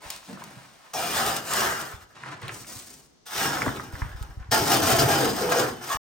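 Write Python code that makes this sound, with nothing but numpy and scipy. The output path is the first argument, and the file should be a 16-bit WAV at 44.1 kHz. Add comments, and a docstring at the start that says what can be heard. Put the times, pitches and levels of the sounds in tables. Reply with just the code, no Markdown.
"""Scooping rubble in a cellar

A metal dustpan scrapes grit and rubble off a concrete floor, a few metres from the microphone. Shoes
shuffle, the pan digs in along the wall, sand runs off it, the load slides into a plastic bucket, the pan
knocks on the rim and digs in again. Scrapes are random clicks coloured by the pan, knocks and cracks are
noise bursts, thumps are low swinging tones. A short, stony room lies under it all.
"""
import sys
import numpy as np
from scipy import signal
from scipy.fft import rfft, irfft, next_fast_len
from scipy.io import wavfile
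from scipy.ndimage import uniform_filter1d

SR = 44100
rng = np.random.default_rng(int(sys.argv[2]) if len(sys.argv) > 2 else 0)


def materialize(psi):
    """Save the field psi as 16-bit PCM at rate SR to the path in sys.argv[1].

    A 1-D psi becomes a single channel; in a 2-D psi each row is a channel.
    """
    bounded = np.clip(np.atleast_2d(psi).T, -1, 1)
    quanta = np.round(bounded * 32767).astype(np.int16)
    wavfile.write(sys.argv[1], SR, quanta)


N = 267290
TIME_S = np.arange(N) / SR
SIZE = next_fast_len(N + SR // 2)
FREQ_HZ = np.maximum(np.arange(SIZE // 2 + 1) * SR / SIZE, 1)

# The dB values are levels or relative shares; some layers add a further level of their own.

# Still air in the cellar. Each row: frequency in Hz, level in dB.
AIR_COLOUR = [(25, 3), (65, 3), (300, 3.5), (700, -3.5), (2500, -13), (6000, -9), (15000, -42)]
AIR_DB = -61

# Soles shift on the gritty floor. 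Each row: start in seconds, length in seconds, pressure in dB,
# sand relative to that in dB, heel relative to that in dB.
SHUFFLES = [(0.0, 0.052, -46.5, -1.5, -6), (0.04, 0.018, -51.5, 7.5, -13), (0.085, 0.041, -49, 7.5, -6),
            (0.22, 0.03, -54.5, 5.5, -8), (0.265, 0.052, -48, -2, 10.5), (0.37, 0.11, -52.5, 0.5, 8.5),
            (0.48, 0.15, -56.5, 1, 5), (0.62, 0.3, -59, 1, -24)]
# Tone of soles on grit. Each row: frequency in Hz, level in dB.
SHUFFLE_TONE = [(45, -21), (110, -5.5), (200, -1), (520, -8.5), (1000, -7.5), (1700, -9.5), (3500, -16.5),
                (7000, -20), (9500, -19.5), (15000, -27.5)]

# Dull thumps. Each row: start in seconds, level in dB, pitch in Hz.
THUMP_EVENTS = [(0.056, -39.5, 67.6), (0.291, -41, 252), (0.308, -46, 205), (0.328, -34, 203),
                (0.358, -49, 185), (0.569, -38.5, 144), (1.938, -32.5, 77.6), (2.433, -33, 119),
                (2.461, -39, 115), (2.606, -40, 125), (2.76, -38.5, 102), (3.666, -22, 273),
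                (3.676, -22.5, 106), (3.886, -39, 94), (3.934, -25.5, 79), (4.02, -16, 65),
                (4.050, -28, 85), (4.146, -26, 65), (4.211, -20.5, 62), (4.289, -32.5, 73.5),
                (4.372, -25.5, 66), (4.403, -27.5, 52), (4.488, -30.5, 85), (4.924, -23.5, 118),
                (5.946, -30.5, 58)]

# Pan and lumps knock on bucket and floor. Each row: start in seconds, level in dB, centre in Hz.
KNOCK_EVENTS = [(0.102, -27, 2560), (0.229, -35, 1210), (0.373, -27, 950), (0.420, -23.5, 1050),
                (2.167, -33, 1290), (2.236, -19, 1500), (2.261, -24, 1300), (2.424, -30.5, 1510),
                (2.481, -17, 2900), (2.493, -16.5, 1860), (2.646, -31, 1900), (3.363, -20, 1420),
                (3.453, -19, 1400), (3.619, -7, 1550), (3.663, -10, 1200), (3.667, -15, 520),
                (3.678, -13.5, 1300), (3.690, -13, 1250), (3.797, -16, 1250), (3.954, -20.5, 1350),
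                (4.019, -14, 1400), (4.048, -25, 1200)]
# Stones crack under an edge or a sole. Each row: start in seconds, level in dB.
CRACK_EVENTS = [(0.103, -18.5), (0.162, -29), (0.330, -34), (0.439, -28.5), (0.937, -24), (1.173, -35),
                (1.264, -16), (1.365, -16), (1.536, -13.5), (1.813, -21), (2.235, -45), (2.328, -45),
                (2.417, -38), (2.481, -30), (2.669, -35), (3.266, -32), (4.226, -31.5), (4.515, -29),
                (4.998, -15)]

# Force on the pan through each scoop. Each row: time in seconds, force in dB.
FIRST_SCOOP_FORCE = [(0.955, -38.5), (1.101, -36.5), (1.179, -27.5), (1.253, -33.5), (1.263, -29),
                     (1.353, -35), (1.363, -31.5), (1.42, -46.5), (1.47, -38), (1.535, -29), (1.641, -25),
                     (1.655, -27.5), (1.925, -44.5), (1.999, -56.5), (2.027, -47.5), (2.063, -66),
                     (2.11, -58.5)]
SECOND_SCOOP_FORCE = [(4.53, -25), (4.588, -30), (4.612, -32.5), (4.732, -24), (4.766, -30.5),
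                      (4.858, -26.5), (4.885, -21), (4.93, -24.5), (4.97, -29), (4.998, -21.5),
                      (5.064, -28.5), (5.14, -25), (5.286, -30), (5.326, -36.5), (5.434, -28.5),
                      (5.474, -33.5), (5.52, -26.5), (5.604, -26.5), (5.786, -47), (5.934, -33.5),
                      (5.955, -38)]
# Forward strokes in each scoop and what they meet. Each row: start in seconds, sand in dB, lumps in dB,
# both relative to the force.
FIRST_STROKES = [(0.933, 3.5, 0.5), (1.12, 0.5, -4), (1.485, -2.5, -8.5)]
SECOND_STROKES = [(4.51, -2.5, -2), (5.34, -7.5, -6.5), (5.82, -4.5, -12)]
# Tone of each scoop. Each row: frequency in Hz, level in dB.
FIRST_TONE = [(45, -13), (110, -1.5), (210, -0.5), (285, -7), (400, -4), (750, 1.5), (1000, 3.5),
              (1500, 3.5), (2200, -4.5), (5500, -3), (10000, -3), (15000, -18.5)]
SECOND_TONE = [(45, -23), (115, 3.5), (185, -1.5), (300, 8.5), (480, 5.5), (585, 1), (750, 4), (980, 2),
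               (1500, -1), (2200, -9), (3800, -12), (5500, -13), (10000, -16), (15000, -30)]
# As the pan fills, the sand's hiss dulls; lumps start to roll a moment after the edge bites.
DULLING_DB_PER_S, LUMP_LAG_S = 5, 0.006
# The heap of lumps is sluggish: this is the share of the quick jerks of force that it misses.
HEAP_INERTIA = 0.55
# A loose stone fades to about a third of its swing in this many cycles.
STONE_CYCLES = 1.5

# Resonances of the pan. Each row: frequency in Hz, width in Hz, lift in dB when pushed lightly,
# lift in dB when pushed hard, lift in dB when tipped.
PAN_MODES = [(115, 130, -1.5, 6.3, 0.5), (240, 17, 4, 6, -7), (377, 84, 1.5, 1.8, -2),
             (425, 36, 6.5, 3.5, 1), (693, 100, 5, 7.7, 0), (819, 120, 7, 2.8, 4.5), (1220, 65, 8, 2, -6),
             (1445, 130, -4.5, 3.9, 7.5), (1585, 870, 12, 5.3, 7.5), (1654, 93, 0, 4.6, 8),
             (2450, 68, 1, 0.73, -1.5), (2830, 68, 9, 1, 3), (3030, 89, 1, 6.3, 7),
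             (3500, 320, -0.5, 0.88, 5.5), (4990, 150, 6.5, 6.2, 5.5), (5360, 350, 2.5, 3.9, 8.5),
             (5860, 270, 3.5, 3.8, 6), (6540, 130, 4.5, 8.7, 6), (7300, 510, 4, 0.3, 1.5),
             (8580, 1500, 1.5, 3.3, 3.5), (13930, 2000, 14, 15.6, 11)]

# The edge bites and chatters, or sliding grit rings the blade. Each row: start in seconds,
# length in seconds, start pitch in Hz, end pitch in Hz, width in Hz, level in dB.
CHATTER_EVENTS = [(0.939, 0.034, 5620, 5540, 240, -37), (0.936, 0.11, 800, 762, 130, -34.5),
                  (0.947, 0.12, 705, 702, 90, -31.5), (0.954, 0.22, 2406, 2460, 80, -42.5),
                  (0.95, 0.17, 3400, 3420, 90, -44.5), (1.14, 0.074, 3520, 3600, 71, -39),
                  (1.151, 0.228, 765, 724, 110, -34.5), (1.262, 0.053, 1205, 1326, 160, -32.5),
                  (1.48, 0.07, 2830, 2790, 140, -42), (1.518, 0.17, 380, 381, 28, -39),
                  (1.583, 0.2, 1533, 1620, 67.4, -37), (3.4, 0.16, 1610, 1694, 60, -36),
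                  (4.517, 0.063, 705, 697, 23, -28.5), (4.515, 0.13, 897, 860, 44, -30),
                  (4.526, 0.087, 1407, 1393, 36, -30.5), (4.524, 0.11, 425, 436, 45, -35.5),
                  (4.513, 0.041, 1845, 1843, 30, -28.5), (4.67, 0.13, 834, 816, 40, -33),
                  (4.867, 0.088, 1410, 1338, 70, -30), (4.868, 0.19, 680, 655, 55, -32),
                  (4.987, 0.037, 5000, 5100, 700, -23.5), (5.063, 0.19, 814, 789, 35, -34.5),
                  (5.199, 0.13, 480, 453, 45, -29), (5.406, 0.15, 440, 489.6, 90, -29.5),
                  (5.549, 0.13, 496.6, 446.5, 90, -26.5), (5.561, 0.091, 1610, 1630, 45, -40),
                  (5.898, 0.072, 1105, 1150, 70, -27.5), (5.901, 0.068, 1700, 1763, 120, -35),
                  (5.902, 0.043, 3340, 3390, 80, -41.5)]

# The pan is drawn back in short tugs. Each row: start in seconds, length in seconds, force in dB,
# sand relative to that in dB, lumps relative to that in dB.
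TUGS = [(2.125, 0.18, -54, -4, -1), (2.222, 0.095, -45.5, -8, -1), (2.395, 0.09, -44, -6.5, 0)]
# Tone of the tugs. Each row: frequency in Hz, level in dB.
DRAG_TONE = [(45, -30), (120, 2.5), (200, -9), (520, -9), (1000, -2), (1700, -3.5), (3500, -10.5),
             (6000, -16.5), (9000, -19.5), (14000, -33)]

# Sand runs off the lifted pan in spills. Each row: start in seconds, length in seconds, flow in dB,
# sand relative to that in dB, lumps relative to that in dB.
SPILLS = [(2.5, 0.043, -45, 8, -4.5), (2.645, 0.14, -49, 10.5, -7), (2.83, 0.11, -56, 10.5, -2.5)]
# Tone of the spills. Each row: frequency in Hz, level in dB.
TRICKLE_TONE = [(45, -6), (120, -6), (280, -1.5), (520, -11), (1300, -11), (3500, -18), (6000, -12.5),
                (9000, -13), (15000, -20.5)]

# The load slides into the bucket. Each row: time in seconds, flow in dB.
POUR_FLOW = [(3.28, -51), (3.314, -44.5), (3.37, -35), (3.408, -31.5), (3.456, -31.5), (3.506, -35),
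             (3.56, -36), (3.6, -39.5)]
# The pan is tipped. Each row: start in seconds, sand in dB, lumps in dB, both relative to the flow.
POUR_STROKES = [(3.253, 4.004, -0.5)]
# Crumbs settle in the bucket and rattle on the pan. Each row: start in seconds, length in seconds,
# level in dB, sand relative to that in dB, lumps relative to that in dB.
SETTLING = [(3.6, 0.053, -38, 1.5, 1.5), (3.92, 0.096, -50, 2.5, -3), (4.015, 0.011, -48.5, -22, -21.5),
            (4.16, 0.084, -54, -0.5, -2), (4.39, 0.019, -54, -27.5, -17.5)]
# Tone of the sliding and settling load. Each row: frequency in Hz, level in dB.
POUR_TONE = [(45, -8.5), (130, 2.5), (280, 4.5), (600, -2), (850, 2.5), (1600, -4), (2300, -6.5),
             (5500, -9), (10000, -9), (15000, -19.5)]

# How long echoes take to fall by 60 dB. Each row: frequency in Hz, time in seconds.
ECHO_TIMES = [(120, 0.48), (600, 0.3), (2500, 0.17), (7000, 0.1), (14000, 0.0073)]
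# Level and phase differences between left and right. Each row: frequency in Hz, left minus right in dB,
# lead of left over right in radians.
STEREO_DIFFERENCES = [(60, 0, 0), (200, -.5, 0), (380, 2.5, 0), (800, 0, 0), (1550, -1, 1.3),
                      (2100, -1, .4), (3200, 1, 1), (4400, 5, .9), (6500, 2, .8), (7700, 1, 1.6),
                      (8600, 0, 0), (9600, 0, -1.4), (10700, 0, -2.9), (12000, 0, -3.4), (13500, 0, -6.2)]
LOW_CUT_HZ, TOP_HZ, END_S = 37.6, 16300, 5.972


def undb(db):
    """Decibels to gain."""
    return 10 ** (np.asarray(db) / 20)


def unit(x):
    """Scale to an average strength (rms) of 1."""
    return x / np.sqrt(np.mean(x ** 2) + 1e-20)


def shaped(x, gain):
    """Filter by a gain per frequency."""
    return irfft(rfft(x, SIZE) * gain, SIZE)[..., :N]


def colour(points):
    """Gain per frequency, joined up between the points of a tone table."""
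    hz, db = np.transpose(points)
    return undb(np.interp(np.log(FREQ_HZ), np.log(hz), db))


def add(track, s, sound):
    """Mix a short sound in at a time in seconds."""
    start = max(int(s * SR), 0)
    track[start:start + len(sound)] += sound[:N - start]


def walk(rate):
    """Smooth random wander with a spread near 1, taking this many steps a second."""
    knots = rng.standard_normal(8192)
    return 1.36 * np.interp(TIME_S * rate, np.arange(len(knots)), knots)


def air():
    """Still air: steady coloured noise, different on each side."""
    noise = rng.standard_normal((2, N))
    return unit(shaped(noise, colour(AIR_COLOUR))) * undb(AIR_DB)


def grains(rate, spread_db):
    """Random clicks, many small and a few large, at this average rate per second."""
    sizes = undb(spread_db * np.minimum(rng.exponential(size=N), 5))
    present = rng.random(N) < rate / SR
    return unit(present * rng.choice([-1, 1], N) * sizes)


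def rub(motion, tone, rate, spread_db, jerk_db, low_db, mid_db, high_db):
    """Grit in jerky motion: lumps rumble, crumbs crunch, fine sand hisses, all catching and slipping together."""
    # the smaller the grain, the higher it sounds
    below = 1 / (1 + (FREQ_HZ / 570) ** 8)
    above = 1 / (1 + (2600 / FREQ_HZ) ** 8)
    between = (1 - below) * (1 - above)
    lumps = unit(shaped(grains(rate / 4, spread_db / 2), tone * np.sqrt(below))) * undb(low_db)
    crumbs = unit(shaped(grains(rate / 2, spread_db), tone * np.sqrt(between))) * undb(mid_db)
    fines = unit(shaped(grains(rate * 2, spread_db), tone * np.sqrt(above))) * undb(high_db)
    mix = np.sum(motion * np.array([lumps, crumbs, fines]), axis=0)
    return mix * undb(jerk_db * walk(90))


def scuffs(rows, attack_s, release_db_per_s):
    """Gains of lumps, crumbs and sand in short moves: each swells, holds, then dies as the grains come to rest."""
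    power = np.zeros((3, N))
    for s, length, db, sand_db, weight_db in rows:
        swell = np.clip((TIME_S - s) / attack_s, 0, 1)
        fade_db = release_db_per_s * np.maximum(TIME_S - s - length, 0)
        envelope = swell * undb(db - fade_db)
        power += np.outer(undb([weight_db, 0, sand_db]), envelope) ** 2
    return np.sqrt(power)


def shuffle():
    """Soles grind on the floor: grit is rubbed in short moves."""
    steps = scuffs(SHUFFLES, attack_s=0.033, release_db_per_s=134)
    return rub(steps, colour(SHUFFLE_TONE), rate=4000, spread_db=2.5, jerk_db=-1.0,
               low_db=-10.5, mid_db=0.5, high_db=-0.5)


def echoes(apart_hz=600, together_hz=10500):
    """Dense reflections off stone, dying sooner in the treble; bass and top are alike on both sides."""
    hz, t60 = np.transpose(ECHO_TIMES)
    t = TIME_S[:SR // 2]
    f = np.maximum(np.arange(len(t) // 2 + 1) * SR / len(t), 1)
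    mid, side = rfft(rng.standard_normal((2, len(t))))
    apart = f / np.hypot(f, apart_hz) / (1 + (f / together_hz) ** 4)
    noise = (mid + np.array([[1], [-1]]) * apart * side) / np.hypot(1, apart)
    tail = np.zeros((2, len(t)))
    # each band of pitch fades at its own speed
    for share, decay in zip(np.eye(len(hz)), t60):
        band = irfft(noise * np.interp(np.log(f), np.log(hz), share), len(t))
        tail += band * np.exp(-np.log(1000) * t / decay)
    tail *= t > .002  # the first echo arrives late
    return tail / np.sqrt(np.sum(tail ** 2) / 2)


def cellar(x, wet_db, count=1):
    """Direct sound plus echoes; as the work moves from spot to spot in turn, the echoes favour other pitches."""
    spot = np.arange(N) // 3072 % count
    shares = uniform_filter1d(1. * (spot == np.arange(count)[:, None]), size=1536)
    shares /= np.sqrt(np.sum(shares ** 2, axis=0))
    wet = sum(signal.oaconvolve((x * share)[None], echoes(), axes=1)[:, :N] for share in shares)
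    return (x + undb(wet_db) * wet) / np.sqrt(1 + undb(2 * wet_db))


def thumps(rise_s=0.0048, side_db=-7):
    """Soft, heavy contacts: low tones swell and fade, each a little out of step between left and right."""
    mid, side, t = np.zeros(N), np.zeros(N), TIME_S[:SR // 5]
    leans = rng.choice([-1, 1], len(THUMP_EVENTS))
    for (s, db, hz), lean in zip(THUMP_EVENTS, leans):
        swell = undb(db) * t / rise_s * np.exp(1 - t / rise_s)
        add(mid, s, swell * np.sin(2 * np.pi * hz * t))
        add(side, s, swell * np.cos(2 * np.pi * hz * t) * lean * undb(side_db))
    return cellar(mid, wet_db=-13) + np.array([side, -side])


def blow(hz, width_hz, decay_s, snap, order):
    """A sharp contact and its crumbling tail in one broad resonance, peak 1."""
    t = TIME_S[:SR // 16]
    edges = np.hypot(hz, width_hz / 2) + np.array([-width_hz, width_hz]) / 2
    b, a = signal.butter(order, np.minimum(edges, SR / 2 - 1000), "band", fs=SR)
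    crumbling = rng.standard_normal(len(t)) * np.exp(-t / decay_s)
    burst = signal.lfilter(b, a, snap * (t == 0) + crumbling)
    return burst / np.abs(burst).max()


def knocks(gain_db=-5.5):
    """Damped knocks of the hand-held pan and lumps: a snap and a short noise tail around one pitch."""
    out = np.zeros(N)
    for s, db, hz in KNOCK_EVENTS:
        knock = blow(hz, width_hz=0.8 * hz, decay_s=0.005, snap=12, order=4)
        add(out, s, undb(db + gain_db) * knock)
    return out


def cracks():
    """Sharp cracks of stone: very short bursts of bright noise."""
    out = np.zeros(N)
    for s, db in CRACK_EVENTS:
        add(out, s, undb(db) * blow(hz=5930, width_hz=10000, decay_s=.003, snap=0, order=2))
    return out


def resonance(hz, width_hz):
    """Response of one damped resonance, gain 1 at its centre."""
    return 1 / (1 + 1j * (FREQ_HZ ** 2 - hz ** 2) / (FREQ_HZ * width_hz))


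def pan_body(axis):
    """The pan lifts whatever touches it at its resonances; how much depends on where it is touched."""
    return 1 + sum((undb(lifts[axis]) - 1) * resonance(hz, width) for hz, width, *lifts in PAN_MODES)


def push(curve, strokes, bite_s, dulling_db_per_s, lag_s):
    """Gains of lumps, crumbs and sand under a moving pan: in each stroke sand leads and thins, lumps follow late."""
    force_db = np.interp(TIME_S, *np.transpose(curve))
    starts, sand_db, weight_db = np.transpose(strokes)
    stroke = np.maximum(np.searchsorted(starts, TIME_S) - 1, 0)
    age = np.maximum(TIME_S - starts[stroke], 0)
    bite = np.clip((TIME_S - starts[0]) / bite_s, 0, 1)
    contact = bite * np.interp(TIME_S - curve[-1][0], [0, .04], [1, 0])
    rolling = age ** 4 / (age ** 4 + lag_s ** 4)
    jerks_db = force_db - uniform_filter1d(force_db, size=8192)
    lumps = rolling * undb(weight_db[stroke] - HEAP_INERTIA * jerks_db)
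    sand = undb(sand_db[stroke] - dulling_db_per_s * age)
    loads = uniform_filter1d(np.array([lumps, np.ones(N), sand]), size=1024)
    return contact * undb(force_db) * loads


def stones(motion, size_db, low_hz, high_hz, count):
    """Single stones tick at random moments, as hard as the grit around them is moving."""
    out, t = np.zeros(N), TIME_S[:SR // 8]
    for when, pitch, size in rng.random((count, 3)):
        force = motion[int(when * N)]
        hz = low_hz * (high_hz / low_hz) ** pitch
        if force > 1e-3:
            tick = np.sin(2 * np.pi * hz * t) * np.exp(-t * hz / STONE_CYCLES)
            add(out, when * N / SR, force * undb(size_db - 10 * size) * tick)
    return out


def scoops():
    """The pan is pushed through the grit, which rings its sheet metal."""
    light = push(FIRST_SCOOP_FORCE, FIRST_STROKES, bite_s=0.004,
                 dulling_db_per_s=DULLING_DB_PER_S, lag_s=LUMP_LAG_S)
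    heavy = push(SECOND_SCOOP_FORCE, SECOND_STROKES, bite_s=0.0058,
                 dulling_db_per_s=DULLING_DB_PER_S, lag_s=LUMP_LAG_S)
    first = rub(light, colour(FIRST_TONE) * pan_body(axis=0), rate=2600, spread_db=1.0, jerk_db=0.6,
                low_db=-2.0, mid_db=-1.5, high_db=1.5)
    second = rub(heavy, colour(SECOND_TONE) * pan_body(axis=1), rate=1700, spread_db=1.4, jerk_db=1.52,
                 low_db=-2.5, mid_db=-2.5, high_db=4.5)
    pebbles = stones(light[1] + heavy[1], size_db=11, low_hz=915, high_hz=6400, count=260)
    chunks = stones(heavy[0], size_db=7.0, low_hz=130, high_hz=480, count=160)
    return first + second + pebbles + chunks


def roam(x, swing_db, rate):
    """The contact wanders along the edge, so each narrow resonance of the pan comes and goes on its own."""
    spectrum = rfft(x, SIZE)
    out = x.copy()
    for hz, width, *_ in PAN_MODES:
        if hz > 500 and width < hz / 8:
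            ring = irfft(spectrum * resonance(hz, width), SIZE)[:N]
            out += (undb(swing_db * (walk(rate) - .2)) - 1) * ring
    return out


def chatter():
    """Stick and slip of the edge keep a blade resonance going; it glides as the blade flexes."""
    out, t = np.zeros(N), TIME_S[:SR // 2]
    for s, length, start_hz, end_hz, width, db in CHATTER_EVENTS:
        swing = rng.standard_normal(len(t)) + 1j * rng.standard_normal(len(t))
        # two smoothings slow the random swing to the width of the resonance
        for pole in np.exp(-np.pi * width / SR * np.array([1, 2])):
            swing = signal.lfilter([1 - pole], [1, -pole], swing)
        steady = swing / np.abs(swing) ** .7  # friction evens out the swing
        glide_hz = np.interp(t, [0, length], [start_hz, end_hz])
        phase = 2 * np.pi * np.cumsum(glide_hz) / SR
        ring = np.real(steady * np.exp(1j * phase))
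        contact = np.interp(t, [0, .006, length * .7, length * 1.2], [0, 1, .8, 0])
        add(out, s, undb(db) * contact * unit(ring))
    return out


def drag():
    """The pan is drawn back over the grit in short tugs."""
    tugs = scuffs(TUGS, attack_s=0.035, release_db_per_s=120)
    return rub(tugs, colour(DRAG_TONE), rate=2400, spread_db=2.0, jerk_db=-2.0,
               low_db=-4.0, mid_db=1.5, high_db=2)


def trickle():
    """Sand runs off the lifted pan in short spills of clicks."""
    spills = scuffs(SPILLS, attack_s=0.045, release_db_per_s=113)
    return rub(spills, colour(TRICKLE_TONE), rate=1100, spread_db=1.0, jerk_db=-2.0,
               low_db=-3.0, mid_db=-4, high_db=-3.5)


def pour():
    """The load slides off the tipped pan and settles in the bucket, with single stones ticking."""
    tone = colour(POUR_TONE) * pan_body(axis=2)
    flow = push(POUR_FLOW, POUR_STROKES, bite_s=0.014, dulling_db_per_s=26.5, lag_s=0.077)
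    slide = rub(flow, tone, rate=1700, spread_db=2.0, jerk_db=0.5, low_db=-3.5, mid_db=2.0, high_db=4.0)
    rest = scuffs(SETTLING, attack_s=0.0042, release_db_per_s=62.0)
    settling = rub(rest, tone, rate=3100, spread_db=3.5, jerk_db=1.0, low_db=-2.5, mid_db=0.0, high_db=-3.5)
    ticks = stones(flow[1] + rest[1], size_db=16.0, low_hz=1250, high_hz=6520, count=560)
    return slide + settling + ticks


def scene():
    """All the work in the cellar over still air."""
    pan = roam(scoops() + pour(), swing_db=2.2, rate=18)
    grit = cellar(pan + shuffle() + drag() + trickle(), wet_db=-3.5, count=6)
    rings = cellar(chatter(), wet_db=-12)
    hits = cellar(knocks() + cracks(), wet_db=-10.5)
    return air() + grit + thumps() + hits + rings


def record(dry):
    """Left and right differ in level and phase; the deep bass and the top are cut, the sound stops short."""
    hz, lean_db, lead = np.transpose(STEREO_DIFFERENCES)
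    left = undb(np.interp(FREQ_HZ, hz, lean_db) / 2)
    right = np.exp(-1j * np.interp(FREQ_HZ, hz, lead)) / left
    sound = shaped(dry, np.array([left, right]))
    sound = signal.sosfilt(signal.butter(2, LOW_CUT_HZ, "high", fs=SR, output="sos"), sound)
    sound = sound * np.clip((END_S - TIME_S) * SR / 64, 0, 1)  # fades out over 64 samples
    return signal.sosfilt(signal.ellip(10, .2, 80, TOP_HZ, fs=SR, output="sos"), sound)


dry = scene()
out = record(dry)
materialize(out)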